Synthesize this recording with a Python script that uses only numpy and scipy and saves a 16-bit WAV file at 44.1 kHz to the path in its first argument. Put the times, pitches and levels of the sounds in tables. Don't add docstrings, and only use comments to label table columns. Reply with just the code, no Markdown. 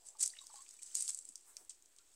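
import sys
import numpy as np
from scipy import signal
from scipy.fft import rfft, irfft
from scipy.io import wavfile
from scipy.ndimage import uniform_filter1d

SR = 44100
rng = np.random.default_rng(int(sys.argv[2]) if len(sys.argv) > 2 else 0)


def put_to_file(sound):
    columns = np.atleast_2d(sound).T
    safe = np.clip(columns, -1, 1)
    whole_steps = np.round(safe * 32767)
    wavfile.write(sys.argv[1], SR, whole_steps.astype(np.int16))


N = 94815
TIME = np.arange(N) / SR


def amp(db):
    return 10 ** (np.asarray(db) / 20)


def unit(x):
    return x / np.sqrt(np.mean(x ** 2) + 1e-20)


def add(mix, start_s, sound):
    part = mix[max(round(start_s * SR), 0):][:len(sound)]
    part += sound[:len(part)]


def read(points, hz):
    point_hz, db = np.transpose(points)
    return np.interp(np.log(hz + 1), np.log(point_hz + 1), db)


def bump(hz, centre_hz, octaves):
    return np.exp(-.5 * (np.log2((hz + 1) / centre_hz) / octaves) ** 2)


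def smooth_noise(shape, smooth_s):
    return unit(uniform_filter1d(rng.standard_normal(shape), round(smooth_s * SR)))


def band_noise(size, centre_hz, octaves):
    hz = np.fft.rfftfreq(size, 1 / SR)
    return unit(irfft(rfft(rng.standard_normal(size)) * bump(hz, centre_hz, octaves), size))


def swell(middle_s, width_s):
    return np.exp(-.5 * ((TIME - middle_s) / width_s) ** 2)


FOCUS_OCTAVES, DROPLET_OCTAVES = 0.36, 0.021


def tick(colour, centre_hz=1, focus_db=0, ring_hz=1, ring_db=0, size=1024):
    hz = np.fft.rfftfreq(size, 1 / SR)
    focus = focus_db * bump(hz, centre_hz, FOCUS_OCTAVES)
    ring = ring_db * bump(hz, ring_hz, DROPLET_OCTAVES)
    log_gain = np.log(amp(read(colour, hz) + focus + ring))
    circle = np.concatenate([log_gain, log_gain[::-1][1:-1]])
    return np.fft.ifft(np.exp(np.conj(signal.hilbert(circle)))).real


DROPLET_LOW_HZ, DROPLET_HIGH_HZ, DROPLET_RING_DB = 3800, 10360, 17
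CLUMP_DB, CLUMP_S = 3.2, .004


def droplets(per_s, spread_db, colour, centre_hz=1, focus_db=0, count=16):
    clumps = smooth_noise(N, CLUMP_S)
    size_db = spread_db * np.minimum(rng.exponential(1, N), 4) + CLUMP_DB * clumps
    sizes = amp(size_db) * rng.choice([-1, 1], N)
    kind = rng.integers(0, count, N)
    falls = rng.random(N) < per_s / SR
    out = np.zeros(N)
    for k, ring_hz in enumerate(np.geomspace(DROPLET_LOW_HZ, DROPLET_HIGH_HZ, count)):
        click = tick(colour, centre_hz, focus_db, ring_hz, DROPLET_RING_DB)
        out += signal.oaconvolve(sizes * (falls & (kind == k)), click)[:N]
    return unit(out)


# start in seconds, hold in seconds, level in dB,
# release in dB per second, centre of the colour in Hz.
SHOWERS = [(0.052, 0.022, -53.5, 327, 8000), (0.185, 0.059, -48.5, 492, 8100),
           (0.203, 0.028, -35, 349, 7100), (0.816, 0.0053, -51, 140, 7400), (0.944, 0.087, -43, 194, 8340),
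           (0.976, 0.033, -53.5, 602, 5300), (1.082, 0.024, -43.5, 422, 8500),
           (1.127, 0.041, -54.5, 58.5, 8100), (1.694, 0.006, -50, 450, 6500),
           (1.978, 0.0027, -69, 402, 7300)]
# frequency in Hz, relative level in dB.
SPRAY_COLOUR = [(100, -35), (500, -33), (1200, -25.5), (2500, -19.5), (3500, -17.5), (4700, -10),
                (6500, -9), (8200, -3), (10000, -15), (11000, -20.5), (13000, -25.5), (16000, -31.5)]
SHOWER_PER_S, SHOWER_SPREAD_DB, SHOWER_FOCUS_DB = 1500, 3, 8.5
SHOWER_ATTACK_S = .003


def showers():
    out = np.zeros(N)
    for start, hold, db, release, hz in SHOWERS:
        t = TIME - start
        attack = np.clip(t / SHOWER_ATTACK_S, 0, 1)
        level = attack * amp(db - abs(release) * np.maximum(t - hold, 0))
        out += level * droplets(SHOWER_PER_S, SHOWER_SPREAD_DB, SPRAY_COLOUR, hz, SHOWER_FOCUS_DB)
    return out


# time in seconds, peak in dB, centre of the colour in Hz.
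DROPS = [(0.065, -44, 9900), (0.1702, -46.5, 4800), (0.2094, -23, 8100), (0.2269, -16.5, 9220),
         (0.2293, -20, 7800), (0.2325, -17, 7200), (0.2608, -18.5, 7140), (0.2770, -22, 8940),
         (0.469, -33, 6080), (0.558, -40, 4700), (0.6904, -36.5, 6800), (0.7098, -38, 6050),
         (0.825, -38, 7040), (0.832, -32.5, 7900), (0.9529, -16.5, 6720), (1.008, -21.5, 7100),
         (1.0240, -21, 8200), (1.0792, -22, 4600), (1.0868, -27, 7800), (1.0922, -24, 7600),
         (1.0954, -23, 6700), (1.1050, -23.5, 7750), (1.1468, -23.5, 7630), (1.1748, -32.5, 7800),
         (1.189, -30.5, 7600), (1.2528, -36, 7630), (1.2888, -39, 7950), (1.2909, -33.5, 7800),
         (1.3569, -29, 5740), (1.5684, -28, 5460), (1.6498, -45.5, 8130), (1.696, -51, 7600),
         (1.7023, -50, 6700), (1.824, -47, 6570), (1.8594, -45.5, 6300), (1.964, -45.5, 6300),
         (1.9864, -43.5, 6900)]
# frequency in Hz, relative level in dB.
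DROP_COLOUR = [(100, -43), (600, -34), (2000, -29), (3300, -17), (4700, -9.5), (6500, -6.5), (8200, 2),
               (9700, -7), (11500, -13.5), (16000, -30)]
DROP_FOCUS_DB, DROP_RING_DB = 10.5, 4.5
SPATTER_DB, SPATTER_S = -20.5, 0.002


def drops(size=512):
    out, t = np.zeros(N), np.arange(size) / SR
    for start, db, hz in DROPS:
        spatter = amp(SPATTER_DB) * np.exp(-t / SPATTER_S) * rng.standard_normal(size)
        impact = (t == 0) + spatter
        sound = signal.fftconvolve(impact, tick(DROP_COLOUR, hz, DROP_FOCUS_DB, hz, DROP_RING_DB))
        peak = abs(signal.hilbert(sound)).max()
        add(out, start, amp(db) * sound / peak)
    return out


SPLAT_S, SPLAT_OCTAVES = 0.0046, 0.57


def splat(hz, db):
    t = TIME[:SR // 20]
    return amp(db) * band_noise(len(t), hz, SPLAT_OCTAVES) * np.exp(-t / SPLAT_S)


# start in seconds, level in dB before the fade, centre in Hz.
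SPLATS = [(0.207, -69, 2100), (0.367, -55, 2900), (0.389, -56, 3520), (0.663, -61.5, 2900),
          (0.823, -59.5, 3130), (1.0916, -56.5, 1430), (1.0958, -47.5, 4000), (1.5685, -60.5, 2500),
          (1.704, -57.5, 3920), (1.986, -59, 4100)]


def splats():
    out = np.zeros(N)
    for start, db, hz in SPLATS:
        add(out, start, splat(hz, db))
    return out


BUBBLE_ATTACK_S = .0015
BUBBLE_WAVER_DB, BUBBLE_WAVER_S = 2.5, .004
BUBBLE_WOBBLE = .01


def bubble(hz, db, length, rise=0):
    t = np.arange(0, 2 * length, 1 / SR)
    age = t / length
    waver, wobble = smooth_noise((2, SR // 2), BUBBLE_WAVER_S)[:, :len(t)]
    attack = 1 - np.exp(-(t / BUBBLE_ATTACK_S) ** 2)
    level = attack * np.exp(-.5 * age - 2 * age ** 5)
    pitch = hz * (1 + rise * age + BUBBLE_WOBBLE * wobble)
    return amp(db + BUBBLE_WAVER_DB * waver) * level * np.sin(2 * np.pi * np.cumsum(pitch) / SR)


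# start in seconds, pitch in Hz, level in dB before waver and fade,
# length in seconds, pitch rise over that length as a share (negative falls).
BUBBLES = [(0.15, 914, -66.5, 0.033, -0.12), (0.15, 1210, -66.5, 0.012, -0.086),
           (0.295, 4030, -49, 0.0054, 0.01), (0.301, 4520, -48, 0.0047, 0.06),
           (0.335, 1865, -50, 0.0052, 0.07), (0.352, 2800, -52, 0.005, 0.07),
           (0.368, 2800, -51, 0.0045, 0.017), (0.3872, 3706, -42, 0.0078, 0.074),
           (0.403, 3800, -59.5, 0.014, 0.01), (0.411, 1117, -61, 0.015, -0.024),
           (0.435, 1000, -65, 0.01, -0.021), (0.495, 868, -62.5, 0.017, 0.026),
           (0.5, 1238, -60.5, 0.012, -0.16), (0.511, 940, -66, 0.022, 0.06),
           (0.539, 825, -56, 0.036, -0.01), (0.557, 1127, -64.5, 0.044, -0.067),
           (0.575, 890, -74, 0.021, 0), (0.587, 1047, -59, 0.032, 0.09), (0.79, 2430, -63, 0.009, -0.054),
           (1.994, 1392, -78, 0.039, 0)]
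BUBBLE_SPLAT_DB = -16


def bubbles():
    out = np.zeros(N)
    for start, hz, db, length, rise in BUBBLES:
        add(out, start, bubble(hz, db, length, rise))
        add(out, start, splat(hz, db + BUBBLE_SPLAT_DB))
    return out


# time in seconds, level in dB.
TRICKLE = [(0, -69.5), (0.17, -72), (0.29, -66), (0.42, -59), (0.5, -62.5), (0.56, -55.5), (0.66, -62.5),
           (0.71, -60.5), (0.80, -64.5), (0.95, -56), (1.25, -94), (1.42, -73.5), (1.5, -72.5), (1.62, -76),
           (1.95, -77), (2.15, -68.5)]
# frequency in Hz, relative level in dB.
TRICKLE_COLOUR = [(100, -38.5), (800, -26.5), (2000, -21), (3300, -23.5), (4700, -18.5), (6000, -13.5),
                  (7200, -7.5), (8100, -0.5), (9200, -15.5), (11000, -23), (16000, -30)]
TRICKLE_PER_S, TRICKLE_SPREAD_DB = 2400, 1.5
FIZZ_PER_S, FIZZ_LOW_HZ, FIZZ_HIGH_HZ, FIZZ_S = 660, 2900, 7520, .0018
FIZZ_DB, FIZZ_TILT_DB, FIZZ_SPREAD_DB = -10, 12, 12


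def trickle():
    water = droplets(TRICKLE_PER_S, TRICKLE_SPREAD_DB, TRICKLE_COLOUR)
    chance, pitch, depth = rng.random((3, N))
    t = TIME[:SR // 40]
    ring = (1 - np.exp(-t / BUBBLE_ATTACK_S)) * np.exp(-t / FIZZ_S)
    for i in np.flatnonzero(chance < FIZZ_PER_S / SR):
        hz = FIZZ_LOW_HZ * (FIZZ_HIGH_HZ / FIZZ_LOW_HZ) ** pitch[i]
        db = FIZZ_DB + FIZZ_TILT_DB * pitch[i] - FIZZ_SPREAD_DB * depth[i]
        add(water, TIME[i], amp(db) * ring / ring.max() * np.sin(2 * np.pi * hz * t))
    return water * amp(np.interp(TIME, *np.transpose(TRICKLE)))


# middle in seconds, width in seconds, level in dB.
SWISHES = [(1.494, 0.025, -62.5), (1.599, 0.038, -65.5)]
# frequency in Hz, relative level in dB.
SWISH_COLOUR = [(200, -13), (1000, 1), (2300, -7.5), (4000, -26), (8200, 11), (11000, -3), (15000, -6.5)]


def swishes():
    hiss = unit(signal.oaconvolve(rng.standard_normal(N), tick(SWISH_COLOUR))[:N])
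    return hiss * sum(amp(db) * swell(middle, width) for middle, width, db in SWISHES)


# middle in seconds, width in seconds, level in dB, pitch in Hz.
SLOSHES = [(0.13, 0.19, -81.5, 730), (0.994, 0.029, -82, 332), (1.299, 0.014, -78.5, 273),
           (1.5, 0.027, -83, 1370), (1.595, 0.027, -79, 705), (1.617, 0.012, -76.5, 347)]
SLOSH_OCTAVES = 0.36


def sloshes():
    out = np.zeros(N)
    for middle, width, db, pitch in SLOSHES:
        out += amp(db) * band_noise(N, pitch, SLOSH_OCTAVES) * swell(middle, width)
    return out


BANK_DB, BANK_T60_S = -10.5, 0.22


def bank(x):
    t = TIME[:SR // 2]
    tail = rng.standard_normal(len(t)) * amp(-60 * t / BANK_T60_S)
    return amp(BANK_DB) * signal.fftconvolve(x, tail / np.linalg.norm(tail))[:N]


# frequency in Hz, relative level in dB.
AIR = [(20, -4), (60, -5.5), (100, -12.5), (150, -27), (220, -12.5), (330, -6), (600, -9.5), (1500, -13),
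       (3500, -12.5), (6000, -14), (8100, -4), (10000, -14.5), (12500, -19), (16000, -17.5)]
AIR_DB, AIR_PATCHY_DB = -73, .7


def air():
    hz, _, z = signal.stft(rng.standard_normal(N), SR, nperseg=2048)
    patches = uniform_filter1d(rng.standard_normal(z.shape), size=14, axis=0)
    patches = unit(uniform_filter1d(patches, size=4, axis=1))
    z = z * amp(read(AIR, hz)[:, None] + AIR_PATCHY_DB * patches)
    return amp(AIR_DB) * unit(signal.istft(z, SR, nperseg=2048)[1][:N])


DROP_SCATTER_DB = -1


def scene():
    water = showers() + splats() + bubbles() + trickle() + sloshes() + swishes()
    ticks = drops()
    scatter = bank(water + amp(DROP_SCATTER_DB) * ticks)
    return (water + ticks + scatter + air())[None]


OFFSET, CUTOFF_HZ = -.0002, 15800


def record(dry):
    low_pass = signal.firwin(301, CUTOFF_HZ, window=("kaiser", 8), fs=SR)
    return signal.oaconvolve(dry + OFFSET, low_pass[None], "same")


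dry = scene()
out = record(dry)
put_to_file(out)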